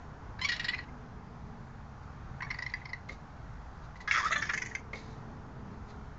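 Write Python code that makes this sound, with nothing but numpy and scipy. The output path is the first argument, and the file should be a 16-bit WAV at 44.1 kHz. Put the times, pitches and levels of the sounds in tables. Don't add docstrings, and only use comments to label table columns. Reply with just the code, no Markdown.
import sys
import numpy as np
from scipy import signal
from scipy.io import wavfile
from scipy.ndimage import uniform_filter1d

SR = 44100
rng = np.random.default_rng(int(sys.argv[2]) if len(sys.argv) > 2 else 0)


def log_audio(samples):
    frames = np.atleast_2d(samples).T
    limited = np.clip(frames, -1, 1)
    pcm = np.round(limited * 32767).astype(np.int16)
    wavfile.write(sys.argv[1], SR, pcm)


def field_ratio(decibels):
    return 10 ** (np.asarray(decibels, dtype=float) / 20)


N = 272626

# frequency in Hz, level in dB per Hz.
TRAFFIC_SPECTRUM = [(12, -43.5), (20, -12), (59, 4.5), (92, -5.5), (128, 0), (160, -6.5), (239, -11),
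                    (375, -20), (415, -15.5), (533, -21), (815, -14.5), (1450, -19.5), (2850, -37.5),
                    (6520, -42), (7970, -53), (10400, -88), (17500, -120)]
TRAFFIC_DB = -46.5
# time in seconds, level in dB.
TYRE_ROAR = [(0, 1), (.8, 2.5), (1.6, 0), (2.4, 0), (3.199, 1), (3.9, -3), (4.4, 4.5), (5.0, 2), (5.6, 4.5),
             (6.18, -1)]
# start in seconds, end in seconds, start in Hz, end in Hz, level in dB.
ENGINE_NOTES = [
    (0.57, 2.2, 254, 213, -56),
    (.9, 3.3, 124, 130, -54),
    (0.74, 1.9, 445, 400, -65),
    (3.9, 6.18, 180, 256, -55.5),
    (4.35, 5.5, 440, 445, -59),
    (5.55, 6.18, 408, 425, -60),
    (4.4, 4.7, 373, 310, -57),
    (5.4, 6.18, 194.5, 217, -55),
    (0.95, 1.8, 189, 177, -55.5),
]
# delay in seconds, level in dB.
ECHOES = [(.0058, -9.5), (0.0099, -18), (.015, -14.5), (.02, -32), (.026, -29.5)]

# start in seconds, rise in seconds, fall in seconds, peak in dB, low thump in dB.
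SNORTS = [(2.03, .005, 0.0089, -65, -75), (2.385, .004, .008, -76, -72.5),
          (3.085, 0.0044, 0.033, -54.5, -47.5), (3.1, 0.029, 0.014, -55.5, -67),
          (3.818, 0.024, 0.032, -65.5, -80), (3.955, .008, 0.014, -59, -79.5), (4, .01, 0.021, -55, -90),
          (4.929, 0.0032, .015, -55.5, -45), (4.94, 0.016, 0.084, -53, -62), (5.03, 0.085, 0.069, -65, -85),
          (5.864, 0.042, 0.014, -60, -80)]
# frequency in Hz, width in Hz, level in dB.
NOSTRIL = [(2080, 820, 1.5), (3900, 1100, -2.5), (4720, 1300, -5), (6400, 1800, -8.5)]

# frequency in Hz, width in Hz, level in dB.
OPEN = [(2640, 130, -9), (2970, 670, 8.5), (4110, 900, 8.5), (5400, 960, 0), (6870, 750, -8),
        (7800, 320, -14.5)]
SHUT = [(3210, 920, -5.5), (4450, 490, 6.5), (5480, 410, 3.5), (7000, 790, -21.5)]
HALF = [(2960, 390, -20), (4070, 410, 9), (5140, 400, -3), (6930, 700, -15)]
WIDE = [(3340, 380, -1), (4810, 1400, -8.5), (5400, 1200, -5), (6540, 1400, -14.5)]
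SNARL = [(3550, 340, 8.5), (4300, 220, -0.5), (5490, 500, -24), (6590, 1000, -3.5)]
LOW = [(3110, 400, 9), (4430, 940, -2), (5460, 730, 9.5), (6400, 340, -17)]
BARED = [(2810, 560, -18), (4830, 1200, -12), (5200, 2100, -16.5), (6430, 1100, -9.5)]

# start in seconds, full in seconds, release in seconds, end in seconds, level in dB.
BREATH = [
    (0.382, 0.477, .68, .86, -44),
    (2.4, 2.52, 2.68, 3.0, -55),
    (4.07, 4.145, 4.6, 4.82, -46),
]
# start in seconds, length in seconds, start in Hz, end in Hz, peak in dB.
SQUEAL = [
    (4.136, 0.035, 1139, 1167, -29.5),
    (4.166, .026, 1130, 1197, -26.5),
    (4.196, .021, 1069, 834, -32),
    (4.224, .026, 1021, 1048, -31),
    (4.25, .027, 1121, 1204, -24),
    (4.281, .018, 1104, 1226, -44.5),
]
DOUBLED = [
    (4.302, .034, 1127, 1424, -30.5),
    (4.33, .045, 1340, 1260, -44),
    (4.353, .023, 1082, 1263, -33.5),
    (4.378, 0.039, 1108, 1183, -45),
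    (4.487, 0.026, 1145, 1090, -43.5),
    (4.53, 0.012, 1170, 1120, -41),
]

# start in seconds, effort in dB, strongest partial in Hz, length in seconds.
SQUEAKS = [
    (.4135, -26.5, 2050, 0.015),
    (.4343, -29, 2085, .012),
    (.4454, -19, 2262, 0.016),
    (.4657, -38.5, 2155, .013),
]
RASPS = [
    (.4865, -18, 1920, 0.018),
    (.5164, -21.5, 1900, 0.019),
    (.5354, -41, 1960, 0.021),
    (.561, -36, 1980, .011),
    (.595, -23.5, 1883, 0.012),
    (.6425, -25.5, 1898, 0.013),
    (.6828, -18, 1959, 0.015),
]
MUTTERS = [
    (.388, -31.5, 1754, .009),
    (.7328, -22.5, 2015, 0.012),
    (.7419, -26.5, 2450, .009),
    (.7809, -34, 2040, 0.0049),
    (.7881, -25, 1946, 0.0061),
]
PEEPS = [
    (2.4204, -26, 1954, 0.0073),
    (2.4267, -28, 2155, 0.0085),
    (2.4444, -40.5, 2260, 0.012),
]
TICKS = [(2.5024, -22, 2072, .013), (2.5112, -21.5, 2002, 0.0019), (2.5421, -29, 1930, 0.0041),
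         (2.5865, -24, 1914, 0.0052), (2.6219, -24.5, 1953, 0.0081), (2.6628, -22.5, 2035, 0.0035),
         (2.6964, -42, 1960, .0071), (2.7372, -19, 1953, 0.0039), (2.8534, -31.5, 2080, 0.0062),
         (2.8904, -40, 2030, 0.013), (2.9317, -22.5, 1998, 0.0032)]
PIPS = [(.8839, -45.5, 2100, 0.011), (2.4055, -28, 1780, 0.0034), (2.4668, -35, 1780, .0057),
        (2.814, -39, 1980, 0.0049), (2.9771, -47, 2050, .0065), (3.0909, -27, 2140, .008),
        (3.9554, -41, 1995, 0.0065), (4.0038, -35.5, 1964, .0098), (4.7122, -32.5, 1866, 0.0079),
        (4.9318, -26.5, 2163, 0.0083), (4.9524, -42, 2200, 0.013), (4.9744, -39.5, 2134, 0.0061)]
CRACKS = [
    (4.0751, -20.5, 1687, 0.015),
    (4.0902, -32.5, 1720, 0.022),
    (4.1099, -11.5, 2146, 0.0051),
    (4.1154, -16.5, 2124, 0.01),
]
WHINES = [
    (4.3127, -27, 1930, 0.017),
    (4.3207, -17, 1979, 0.018),
    (4.3567, -18.5, 1776, 0.012),
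    (4.3779, -34.5, 1765, .01),
    (4.392, -35, 1740, 0.0072),
]
GRUNTS = [
    (4.4195, -18.5, 1790, 0.017),
    (4.4505, -35, 1746, 0.0091),
    (4.466, -36.5, 2037, 0.0074),
    (4.4915, -18.5, 1886, .012),
]
FADING = [
    (4.5339, -19.5, 1750, 0.0086),
    (4.5422, -21.5, 1986, 0.0037),
    (4.5749, -21.5, 2066, .009),
    (4.6184, -20, 1950, .009),
    (4.6592, -27.5, 1990, 0.0096),
    (4.7499, -20.5, 2103, 0.0061),
]
# start in seconds, effort in dB, chest partial in Hz, length in seconds.
SCREECH = [
    (4.119, -23.5, 1317, 0.027),
    (4.1376, -19.5, 1280, .015),
    (4.1454, -18.5, 1320, 0.034),
    (4.172, -25, 982, 0.022),
    (4.176, -20, 1336, 0.03),
    (4.202, -26, 1062, 0.01),
    (4.218, -29.5, 1147, 0.03),
    (4.244, -29, 1247, .016),
    (4.264, -29, 1286, 0.029),
]

# syllables, pitch multiple at the mouth, roughness 0 to 1, rise in seconds,
# glide, mouth width in Hz, nose in dB, chest in dB, chest to mouth frequency ratio, posture.
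VOICES = [
    (SQUEAKS, 2, .13, .005, .03, 620, -3, -10, .53, OPEN),
    (PEEPS, 2, .14, .003, .04, 620, -16, -6, .53, SHUT),
    (RASPS, 4, .28, .004, .011, 450, -2.5, -23, .53, OPEN),
    (MUTTERS, 4, .45, .004, .011, 600, -14, -20, .53, HALF),
    (TICKS, 2, .33, .0035, .03, 470, -12.5, -17, .53, SHUT),
    (PIPS, 2, .3, .0035, .04, 560, -33, -21, .53, SHUT),
    (CRACKS, 4, .4, .0015, .011, 680, -12, -10.5, .66, WIDE),
    (WHINES, 3, .3, .008, .021, 560, -6, -26, .53, SNARL),
    (GRUNTS, 4, .4, .009, .011, 650, -11, -19, .53, LOW),
    (FADING, 4, .31, .0055, .011, 600, -11, -33, .53, BARED),
]
NOSE_LAG, CHEST_LAG, USUAL_EFFORT_DB = 0.48, 0.6, -24.5
EDGE_HZ = 7770


def evened(x):
    return x / np.sqrt(np.mean(x ** 2) + 1e-20)


def peaked(x):
    return x / np.sqrt(2 * uniform_filter1d(x ** 2, size=90).max() + 1e-20)


def clumping(noise, size, depth_db):
    return field_ratio(depth_db * evened(uniform_filter1d(noise, size=size)))


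def add(mix, start_s, sound):
    part = mix[round(start_s * SR):][:len(sound)]
    part += sound[:len(part)]


def resonate(x, hz, width_hz):
    turn = np.exp(2j * np.pi * np.cumsum(hz * np.ones(len(x))) / SR)
    r = np.exp(-np.pi * width_hz / SR)
    once = signal.lfilter([1 - r], [1, -r], x / turn)
    twice = signal.lfilter([1 - r], [1, -r], once)
    return 2 * (turn * twice).real


def bank(x, modes):
    return sum((-1) ** k * field_ratio(db) * resonate(x, hz, width_hz) for k, (hz, width_hz, db) in enumerate(modes))


def traffic():
    frames, hz = N // 512 + 5, np.fft.rfftfreq(2048, 1 / SR)
    real, imag, patches = rng.standard_normal((frames, 1025, 3)).T
    patches = uniform_filter1d(patches, size=16, axis=0)
    patches = evened(uniform_filter1d(patches, size=12, axis=1))
    swell = evened(uniform_filter1d(rng.standard_normal(frames), size=40))
    table_hz, table_db = np.transpose(TRAFFIC_SPECTRUM)
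    shape_db = np.interp(np.log(hz + 1), np.log(table_hz + 1), table_db)
    roar_db = np.interp(np.arange(frames) * 512 / SR, *np.transpose(TYRE_ROAR))
    roar_db = roar_db * np.exp(-(np.log((hz[:, None] + 1) / 350) / .7) ** 2)
    level_db = shape_db[:, None] + roar_db + .8 * patches + .5 * swell
    spectra = (real + 1j * imag) * field_ratio(level_db)
    return field_ratio(TRAFFIC_DB) * evened(signal.istft(spectra, nperseg=2048, noverlap=1536)[1][:N])


def engines():
    out = np.zeros(N)
    for start_s, end_s, start_hz, end_hz, db in ENGINE_NOTES:
        t = np.arange(start_s, end_s, 1 / SR)
        waver = evened(uniform_filter1d(rng.standard_normal(110000), size=6000))[:len(t)]
        tone = np.sin(2 * np.pi * np.cumsum(np.linspace(start_hz, end_hz, len(t))) / SR)
        add(out, start_s, field_ratio(db + 1.1 * waver) * tone * signal.windows.tukey(len(t), .6))
    return out


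def patio(x):
    taps, t = np.zeros(16000), np.arange(16000) / SR
    at = np.arange(400, 15900, 20) + rng.integers(0, 20, 775)
    taps[at] = rng.choice([-1., 1.], len(at))
    taps *= field_ratio(-60 * t / .13) + field_ratio(-22 - 60 * t / .5)
    taps *= field_ratio(-10) / np.linalg.norm(taps)
    for delay_s, db in ECHOES:
        taps[round(delay_s * SR)] += field_ratio(db)
    dull = .6
    return x + signal.oaconvolve(x, signal.lfilter([1 - dull], [1, -dull], taps))[:N]


def snorts():
    out, t = np.zeros(N), np.arange(15000) / SR
    for start_s, rise_s, fall_s, db, thump_db in SNORTS:
        air, clumps = rng.standard_normal((2, len(t)))
        air = air * clumping(clumps, 200, 1.4)
        flow = np.minimum(t / rise_s, 1) * np.exp(-np.maximum(t - rise_s, 0) / fall_s)
        thump = evened(resonate(air, 590, 260) + .6 * resonate(air, 1100, 900))
        thump = thump * np.minimum(t / .004, 1) * np.exp(-t / .022)
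        hiss = flow * evened(bank(air, NOSTRIL))
        add(out, start_s, field_ratio(db) * hiss + field_ratio(thump_db) * thump)
    return out


def breath():
    out, faint_db = np.zeros(N), -10.5
    for (*times_s, db), nose in zip(BREATH, (OPEN, NOSTRIL, BARED)):
        t = np.arange(times_s[0], times_s[-1], 1 / SR)
        air, clumps = rng.standard_normal((2, SR))[:, :len(t)]
        air = air * clumping(clumps, 250, 3.0)
        hiss = evened(resonate(air, 2040, 950)) + field_ratio(-3.5) * evened(bank(air, nose))
        leak_db = db - 7.0 + np.interp(t, times_s, [faint_db, 0, 0, faint_db])
        add(out, times_s[0], field_ratio(leak_db) * hiss * signal.windows.tukey(len(t), .08))
    return out


def squeal():
    out = np.zeros(N)
    for rows, arch, half_db, third_db in ((SQUEAL, .12, -30, -14), (DOUBLED, .015, -11, -6)):
        for start_s, length_s, start_hz, end_hz, db in rows:
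            u = np.arange(0, 1, 1 / (length_s * SR))
            hz = (start_hz + (end_hz - start_hz) * u) * (1 + arch * np.sin(np.pi * u))
            flutter = evened(uniform_filter1d(rng.standard_normal(2400), size=90))[:len(u)]
            half = np.pi * np.cumsum(hz * (1 + 0.013 * flutter)) / SR
            tone = np.sin(2 * half) + field_ratio(half_db) * np.sin(half) + field_ratio(third_db) * np.sin(3 * half)
            add(out, start_s, field_ratio(db + 2.8 * flutter) * tone * signal.windows.tukey(len(u), .7))
    return out


def syllable(db, pitch_hz, mouth_hz, chest_hz, nose_db, chest_db, length_s, rough, rise_s, glide,
             mouth_width_hz, nose):
    t = np.arange(3000) / SR
    noise, wobble, clumps = rng.standard_normal((3, len(t)))
    u = t / (np.clip(length_s, .002, .04) + rise_s)
    bend = 1 + glide * (np.minimum(u, 1.5) - .5)
    jitter = 1 + 0.05 * rough * evened(uniform_filter1d(wobble, size=60))
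    turns = np.cumsum(pitch_hz * bend * jitter) / SR
    folds = sum(np.cos(2 * np.pi * k * turns) * (k * pitch_hz < EDGE_HZ) for k in range(1, 16))
    puffs = (1.4 + np.exp(-(turns % 1) / 2.7)) * noise * clumping(clumps, 110, 3.1)
    push = np.sin(np.pi / 2 * np.minimum(t / rise_s, 1)) ** 2 * np.exp(-1.1 * u ** 3)
    drive = push * (np.sqrt(1 - rough) * evened(folds) + 2.2 * np.sqrt(rough) * evened(puffs))

    mouth = peaked(resonate(drive, mouth_hz * bend, mouth_width_hz))
    chest = field_ratio(chest_db) * peaked(resonate(drive, chest_hz, 520))
    shifts = rng.standard_normal((len(nose), 2))
    shifted = [(hz * (1 + .03 * a), width_hz, level_db + 2.5 * b)
               for (hz, width_hz, level_db), (a, b) in zip(nose, shifts)]
    voice = mouth - chest + field_ratio(nose_db + 0.5) * peaked(bank(drive, shifted))
    small_head = signal.butter(N=3, Wn=800, btype="high", fs=SR)
    return field_ratio(db - 5.5) * signal.lfilter(*small_head, voice)


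def raccoon():
    out = squeal() + breath()
    for rows, order, rough, rise_s, glide, width_hz, nose_db, chest_db, chest_ratio, nose in VOICES:
        for start_s, db, hz, length_s in rows:
            extra_db = db - USUAL_EFFORT_DB
            call = syllable(db, hz / order, hz, hz * chest_ratio, nose_db - NOSE_LAG * extra_db,
                            chest_db - CHEST_LAG * extra_db, length_s, rough, rise_s, glide, width_hz, nose)
            add(out, start_s - .4 * rise_s, call)
    for start_s, db, hz, length_s in SCREECH:
        nose_db = -8.0 - NOSE_LAG * (db - USUAL_EFFORT_DB)
        call = syllable(db, hz / 2, 1830, hz, nose_db, -7.5, length_s, rough=0.77, rise_s=0.0035,
                        glide=.0087, mouth_width_hz=820, nose=WIDE)
        add(out, start_s - .002, call)
    return out


def scene():
    return (patio(raccoon() + snorts()) + traffic() + engines())[None]


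def band_limit(x):
    return signal.sosfilt(signal.butter(12, 8120, fs=SR, output="sos"), x)


def record(dry):
    band = signal.firwin(101, EDGE_HZ, window=("kaiser", 8), fs=SR)
    mix = signal.oaconvolve(dry, band[None], "same") + .0008
    return band_limit(mix)


dry = scene()
out = record(dry)
log_audio(out)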